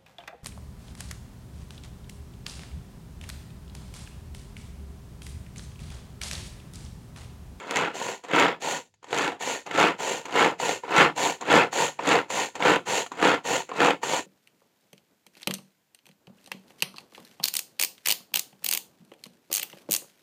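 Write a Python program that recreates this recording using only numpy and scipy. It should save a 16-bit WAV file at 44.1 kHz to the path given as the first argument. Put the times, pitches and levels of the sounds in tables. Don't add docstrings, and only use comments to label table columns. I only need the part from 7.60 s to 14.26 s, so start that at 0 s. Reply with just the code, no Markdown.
import sys
import numpy as np
from scipy import signal
from scipy.fft import rfft, irfft, next_fast_len
from scipy.io import wavfile
from scipy.ndimage import map_coordinates

SR = 44100
rng = np.random.default_rng(int(sys.argv[2]) if len(sys.argv) > 2 else 0)


def unload_wav(signal):
    wavfile.write(
        sys.argv[1],
        SR,
        np.round(np.clip(np.atleast_2d(signal).T, -1, 1) * 32767).astype(np.int16),
    )


N = 293706
STOP_S = .012

# frequency in Hz, relative level in dB.
KNOCK_COLOUR = [(30, -48.5), (50, -52), (85, -19), (160, -10.5), (270, -3.5), (480, 0.5), (660, -3),
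                (950, -0.5), (1300, -11.5), (2500, -20), (6000, -49.5)]
SWIRL_COLOUR = [(300, -38.5), (800, -5.5), (1300, 0.5), (2000, -0.5), (2800, -2), (3400, -6.5), (4200, -17),
                (5200, -20.5), (8000, -52), (16000, -59)]
CRUNCH_COLOUR = [(500, -22.5), (2000, 0.5), (4200, 2), (5200, -8), (6000, -3), (6600, 1.5), (7500, 0.5),
                 (8000, -9), (10000, -15.5), (13000, -23.5), (16000, -31)]
# frequency in Hz, width in Hz, lift in dB before the ring factor.
BOWL_MODES = [(174, 31, 5.5), (281, 55, 3.5), (360, 47, 1), (480, 115, 3.5), (723, 19, 3.5), (828, 31, 5),
              (950, 250, 3), (1353, 110, 5.5), (1486, 35, 5.5), (1757, 55, 4), (1816, 100, 1),
              (2060, 32, 4), (2220, 110, 4), (2585, 110, 1.5)]


def chopping():
    knock, swirl, crunch = pull_gains()
    pace = (swirl / swirl.max()) ** .15
    passes = beats(100 * pace, jitter=.2, life=.003, spread_db=2, between=.3)
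    snaps = beats(170 * pace, jitter=.4, life=.003, spread_db=5, between=.25)
    throws = knock * unit(contacts(2200, spread_db=1.5) * passes ** 0.32)
    scatter = swirl * unit(contacts(3200, spread_db=2) * passes ** 0.19)
    cutting = crunch * unit(contacts(7000, spread_db=6.0) * passes ** 0.27 * snaps ** 0.38)
    chunks = struck(throws, KNOCK_COLOUR, BOWL_MODES, ring=1.03, tint_db=2.3)
    bits = struck(scatter, SWIRL_COLOUR, BOWL_MODES, ring=1.18, tint_db=2.5)
    cuts = struck(cutting, CRUNCH_COLOUR, BOWL_MODES, ring=.6, tint_db=2.5)
    return amp(-0.48) * chunks + amp(-0.26) * bits + amp(3.0) * cuts


COAST_SHARE, PULL_SWELL, PULL_BRAKE = .056, 1.5, 2.3
LABOUR_SHARE, BREAK_S = .75, .006
KNOCK_GROWS, SWIRL_GROWS, CRUNCH_GROWS = 1.52, 1.85, 1.46
COAST_LOSS_DB = 17.5
JOLT_LEAD_S, JOLT_S = .004, .125
JOLT_SWIRL_DB, JOLT_CRUNCH_DB = -4.5, -17

# catch in seconds, blades break through in seconds,
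# fastest in seconds, stop in seconds, knock level in dB, swirl in dB relative to it, crunch in dB relative
# to it, jolt of loose pieces in dB, clack of the catch in dB, its click in dB.
CORD_PULLS = [(0, .156, .186, .415, -27.5, 1, -15.5, -39, -39, -40),
              (0.638, .733, .812, 1.015, -20.7, 0, -18.5, -44, -33, -41),
              (1.43, 1.527, 1.615, 1.825, -27.5, -.5, -11, -55, -38, -49),
              (2.064, 2.175, 2.222, 2.404, -20.5, 0, -16, -39, -41, -33.5),
              (2.655, 2.753, 2.819, 2.993, -20.5, -1, -15, -39.5, -23.5, -30),
              (3.236, 3.362, 3.412, 3.553, -18, 1, -17.5, -39.5, -21, -51),
              (3.811, 3.897, 3.968, 4.124, -18, 0, -16.5, -38, -27, -30.5),
              (4.392, 4.47, 4.519, 4.689, -20.5, -1, -14.5, -35.5, -15, -52),
              (4.954, 5.044, 5.099, 5.243, -19.5, -1, -15.5, -39, -22.5, -30),
              (5.518, 5.623, 5.688, 5.84, -20.5, -1, -16, -43, -22, -35),
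              (6.092, 6.2, 6.261, 6.4, -20.5, -1, -16.5, -42.5, -27, -39.5)]


def pull_gains():
    t, total = np.arange(N) / SR, np.zeros((3, N))
    for start, free, fastest, stop, db, swirl_db, crunch_db, jolt_db, *_ in CORD_PULLS:
        now = (t >= start - .05) & (t < stop + .1)
        s = t[now]
        load = np.interp(s, [free, free + BREAK_S], [LABOUR_SHARE, 1])
        speed = load * arch(s, start, fastest, stop, 0, COAST_SHARE, PULL_SWELL, PULL_BRAKE)
        coast = np.clip((s - fastest) / (stop - fastest), 0, 1)
        knock = speed ** KNOCK_GROWS
        swirl = amp(swirl_db) * speed ** SWIRL_GROWS
        crunch = amp(crunch_db - COAST_LOSS_DB * coast) * speed ** CRUNCH_GROWS
        spin = amp(db) * np.array([knock, swirl, crunch])
        shaken = np.exp(np.minimum((s - start) / JOLT_LEAD_S, (start - s) / JOLT_S))
        jolt = amp(jolt_db) * np.outer(amp([0, JOLT_SWIRL_DB, JOLT_CRUNCH_DB]), shaken)
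        total[:, now] += np.hypot(spin, jolt) * np.exp(-np.maximum(s - stop, 0) / STOP_S)
    return total


# time in seconds, level in dB, crack in dB
CHUNK_HITS = [(0.11, -13, -7), (.159, -8.5, -10.5), (0.17, -6.5, -10), (0.714, -12.5, -20.5),
              (.735, -5, -29.5), (.798, -5, -13), (.811, -2.5, -33.5), (1.529, -5.5, -20),
              (1.585, -17, -5.5), (1.645, -16, -8), (1.678, -9.5, -13), (2.112, -13, -22),
              (2.177, -13.5, -11.5), (2.2, -8, -12), (2.213, -9.5, -12), (2.255, -6, -34),
              (2.79, -8, -19.5), (2.819, -8, -25), (3.364, -4, -17), (3.381, -4, -13.5), (3.402, -2.5, -33),
              (3.416, -4, -36), (3.433, -10.5, -22.5), (3.887, -10.5, -30), (3.901, -7.5, -27),
              (3.915, -6.5, -17), (3.927, -5.5, -16), (3.95, -6, -23), (3.964, 0, -23), (4.483, -24, -31),
              (4.521, -19, -25), (4.589, -6, -37), (5.024, -5.5, -29), (5.058, -5, -27), (5.16, -3, -24.5),
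              (5.627, -2.5, -23), (5.653, 0.5, -25), (6.204, -3, -24), (6.23, -11, -14),
              (6.307, -3.5, -21.5)]


def chunk_cracks():
    out = np.zeros(N)
    for s, db, crack_db in CHUNK_HITS:
        bowl = body(KNOCK_COLOUR, BOWL_MODES, ring=1.1, tint_db=2)
        bowl = bowl + amp(-2) * body(SWIRL_COLOUR, BOWL_MODES, ring=1.1, tint_db=2)
        crack = body(CRUNCH_COLOUR, BOWL_MODES, ring=.6, tint_db=2.5)
        add(out, s, amp(db - 4.5) * blow(bowl, life=0.0046, scatter=.12))
        add(out, s, amp(db + crack_db + 5.5) * blow(crack, life=0.0016, scatter=0.24))
    return out


# frequency in Hz, relative level in dB.
RATTLE_COLOUR = [(30, -45), (60, -41), (110, -14), (250, -5), (330, -5), (420, -3), (650, -3), (930, 0.5),
                 (1200, -8), (1620, -12.5), (2100, -15.5), (2800, -13.5), (5000, -23), (12000, -35)]
RASP_COLOUR = [(600, -27.5), (2000, 0), (2900, 0), (3700, -4.5), (4400, -5), (5200, -13), (5900, -6.5),
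               (6600, -0.5), (7450, -0.5), (7900, -13.5), (8400, -16), (10000, -18), (13000, -27),
               (16000, -37)]
# frequency in Hz, width in Hz, lift in dB before the ring factor.
LID_MODES = [(263, 42, 3.1), (383.5, 13, 5.8), (508, 135, 5.6), (736, 84, 3), (923, 190, 3.1),
             (988, 25, 1.6), (1434, 80, 7.7), (1820, 92, 9.6), (2280, 100, 1.4), (2930, 480, 1.6),
             (4450, 130, 4.1), (6770, 150, 2), (7650, 200, 1.4), (8500, 100, 8)]


def rewinding():
    rattle, rasp = rewind_gains()
    pace = (rasp / rasp.max()) ** .15
    teeth = beats(230 * pace, jitter=.25, life=0.003, spread_db=1.0, between=0.48)
    turns = beats(88 * pace, jitter=0.16, life=0.0046, spread_db=-1.0, between=0.73)
    ticks = rattle * unit(contacts(2800, spread_db=2) * teeth ** 0.24 * turns ** 0.63)
    rubbing = rasp * unit(contacts(7000, spread_db=5.5) * teeth ** 0.37 * turns ** 0.21)
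    chatter = struck(ticks, RATTLE_COLOUR, LID_MODES, ring=1.17, tint_db=2.5)
    cord = struck(rubbing, RASP_COLOUR, LID_MODES, ring=0.94, tint_db=1.5)
    return amp(-0.6) * chatter + amp(1.15) * cord


TAKE_UP_S = .031
REEL_START_SHARE, REEL_END_SHARE = .55, .04
REEL_SWELL, REEL_BRAKE = 1.9, 3.6
RATTLE_GROWS, RASP_GROWS = 1.24, 1.1

# start in seconds, fastest in seconds, stop in seconds,
# rattle level in dB, rasp in dB relative to it, clack of the release in dB.
CORD_REWINDS = [(0.319, 0.477, 0.65, -33.5, -5, -32), (.992, 1.121, 1.272, -31, -3.5, -45),
                (1.783, 1.904, 2.08, -33, -2, -21), (2.369, 2.5, 2.706, -30.5, -4.5, -36),
                (2.974, 3.09, 3.245, -29, -4, -15.5), (3.545, 3.649, 3.818, -26.5, -4.5, -36),
                (4.105, 4.224, 4.375, -26, -4.5, -18), (4.678, 4.804, 4.949, -29.5, -3, -15.5),
                (5.245, 5.37, 5.5, -27.5, -4, -27), (5.828, 5.949, 6.08, -27.5, -4.5, -21.5),
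                (6.407, 6.556, 6.67, -29, -4, -13.5)]


def rewind_gains():
    t, total = np.arange(N) / SR, np.zeros((2, N))
    for start, fastest, stop, db, rasp_db, _ in CORD_REWINDS:
        now = (t >= start) & (t < stop + .1)
        s = t[now]
        speed = arch(s, start, fastest, stop, REEL_START_SHARE, REEL_END_SHARE, REEL_SWELL, REEL_BRAKE)
        take_up = np.minimum((s - start) / TAKE_UP_S, 1) ** 2
        moving = take_up * np.exp(-np.maximum(s - stop, 0) / STOP_S)
        gains = np.array([speed ** RATTLE_GROWS, amp(rasp_db) * speed ** RASP_GROWS])
        total[:, now] += amp(db) * moving * gains
    return total


# frequency in Hz, relative level in dB.
CLACK_COLOUR = [(50, -37), (120, -33.5), (260, -2), (600, -0.5), (980, 6.5), (1250, 1.5), (1600, -14.5),
                (2300, -6), (3000, -16.5), (5000, -30.5), (12000, -54)]


def drive_clacks():
    out = np.zeros(N)
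    for s, db, click_db in drive_hits():
        lid = body(CLACK_COLOUR, LID_MODES, ring=1.1, tint_db=2)
        click = body(RASP_COLOUR, LID_MODES, ring=.8, tint_db=2)
        add(out, s, amp(db - 3) * blow(lid, life=0.0052, scatter=0.14))
        add(out, s, amp(db + click_db + 3) * blow(click, life=0.0065, scatter=0.68))
    return out


RELEASE_S, RELEASE_CLICK_DB = .025, -14

# time in seconds, level in dB,
# click in dB relative to it.
STRAY_KNOCKS = [(.648, -29, -10.5), (1.055, -22, -14), (1.34, -54, -2), (1.443, -31.5, -8),
                (3.653, -21, -24), (3.667, -14, -21), (3.824, -18.5, -34), (4.79, -13.5, -21),
                (5.004, -14.5, -20), (5.262, -31, -8.5), (5.463, -25.5, -8), (6.116, -17, -35),
                (6.535, -11, -18)]


def drive_hits():
    catches = [(start, db, click_db - db) for start, *_, db, click_db in CORD_PULLS]
    releases = [(start + RELEASE_S, db, RELEASE_CLICK_DB) for start, *_, db in CORD_REWINDS]
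    return catches + releases + list(STRAY_KNOCKS)


# frequency in Hz, time to fall by 60 dB in seconds.
ROOM_DECAY = [(100, 0.46), (600, 0.043), (3000, 0.16), (12000, 0.27)]


def room(x):
    hz, t, z = signal.stft(rng.standard_normal(SR // 3), SR, nperseg=256)
    decay = amp(-60 * t / along(ROOM_DECAY, hz)[:, None])
    tail = signal.istft(z * decay, SR, nperseg=256)[1]
    return through(x, np.pad(tail / np.linalg.norm(tail), (SR // 300, 0)))


# frequency in Hz, relative level in dB.
AIR_COLOUR = [(25, -8.5), (90, 28), (300, 10), (600, 2), (1500, -1), (5000, 4), (16000, -26.5)]


def still_air():
    return amp(-76) * through(rng.standard_normal(N), body(AIR_COLOUR, [], ring=0, tint_db=0))


def arch(t, start, fastest, stop, first, last, swell, brake):
    rise = np.sin(np.pi / 2 * np.clip((t - start) / (fastest - start), 0, 1)) ** swell
    fall = np.sin(np.pi / 2 * np.clip((stop - t) / (stop - fastest), 0, 1)) ** brake
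    return np.abs((first + (1 - first) * rise) * (last + (1 - last) * fall))


def contacts(rate, spread_db):
    size = amp(spread_db * np.clip(rng.standard_normal(N), -2, 2)) * rng.choice([-1, 1], N)
    return unit(size * (rng.random(N) < rate / SR))


def beats(rate, jitter, life, spread_db, between):
    at = np.flatnonzero(np.diff(np.floor(np.cumsum(rate) / SR)))
    late, size = np.clip(rng.standard_normal((len(at), 2)), -2, 2).T
    at = np.clip(at + jitter * late * SR / rate[at], 0, N - 1).astype(int)
    blows = np.bincount(at, amp(spread_db * size), N)
    decay = np.exp(-np.arange(SR // 20) / SR / life)
    return unit(unit(through(blows, decay)) + between)


def struck(force, colour, modes, ring, tint_db, count=13):
    stay = SR // 140
    point = np.repeat(rng.integers(count, size=N // stay + 1), stay)[:N]
    return sum(through(force * (point == k), body(colour, modes, ring, tint_db)) for k in range(count))


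def body(colour, modes, ring, tint_db, size=4096):
    hz = np.fft.rfftfreq(size, 1 / SR)
    resonances = sum(lift / (1 + (2 * (hz - f) / width) ** 2) for f, width, lift in modes)
    tint = map_coordinates(rng.standard_normal(size=64), [np.sqrt(hz / 9)])
    db = along(colour, hz) + ring * resonances + tint_db * tint
    cepstrum = irfft(np.log(amp(db)))
    cepstrum[1:size // 2] *= 2
    cepstrum[size // 2 + 1:] = 0
    h = irfft(np.exp(rfft(cepstrum)))
    return h / np.linalg.norm(h)


def blow(response, life, scatter):
    t = np.arange(SR // 20) / SR
    force = scatter * rng.standard_normal(len(t)) * np.exp(-t / life)
    force[0] = 1
    hit = signal.fftconvolve(force, response)
    return hit / np.abs(hit).max()


def through(x, h):
    return signal.oaconvolve(x, h)[:N]


def add(track, s, sound):
    part = track[max(round(s * SR), 0):][:len(sound)]
    part += sound[:len(part)]


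def along(points, hz):
    f, v = np.transpose(points)
    return np.interp(np.log(hz + 1), np.log(f + 1), v)


def amp(db):
    return 10 ** (np.asarray(db) / 20)


def unit(x):
    return x / np.sqrt(np.mean(x ** 2) + 1e-20)


def scene():
    chopper = chopping() + chunk_cracks() + rewinding() + drive_clacks()
    return (amp(-1.0) * chopper + amp(-12.0) * room(chopper) + still_air())[None]


def record(dry):
    m = next_fast_len(N + SR // 2)
    kept = np.fft.rfftfreq(m, 1 / SR) < 15850
    return irfft(rfft(np.clip(dry, -1, 1), m) * kept, m)[..., :N]


dry = scene()
out = record(dry)
unload_wav(out)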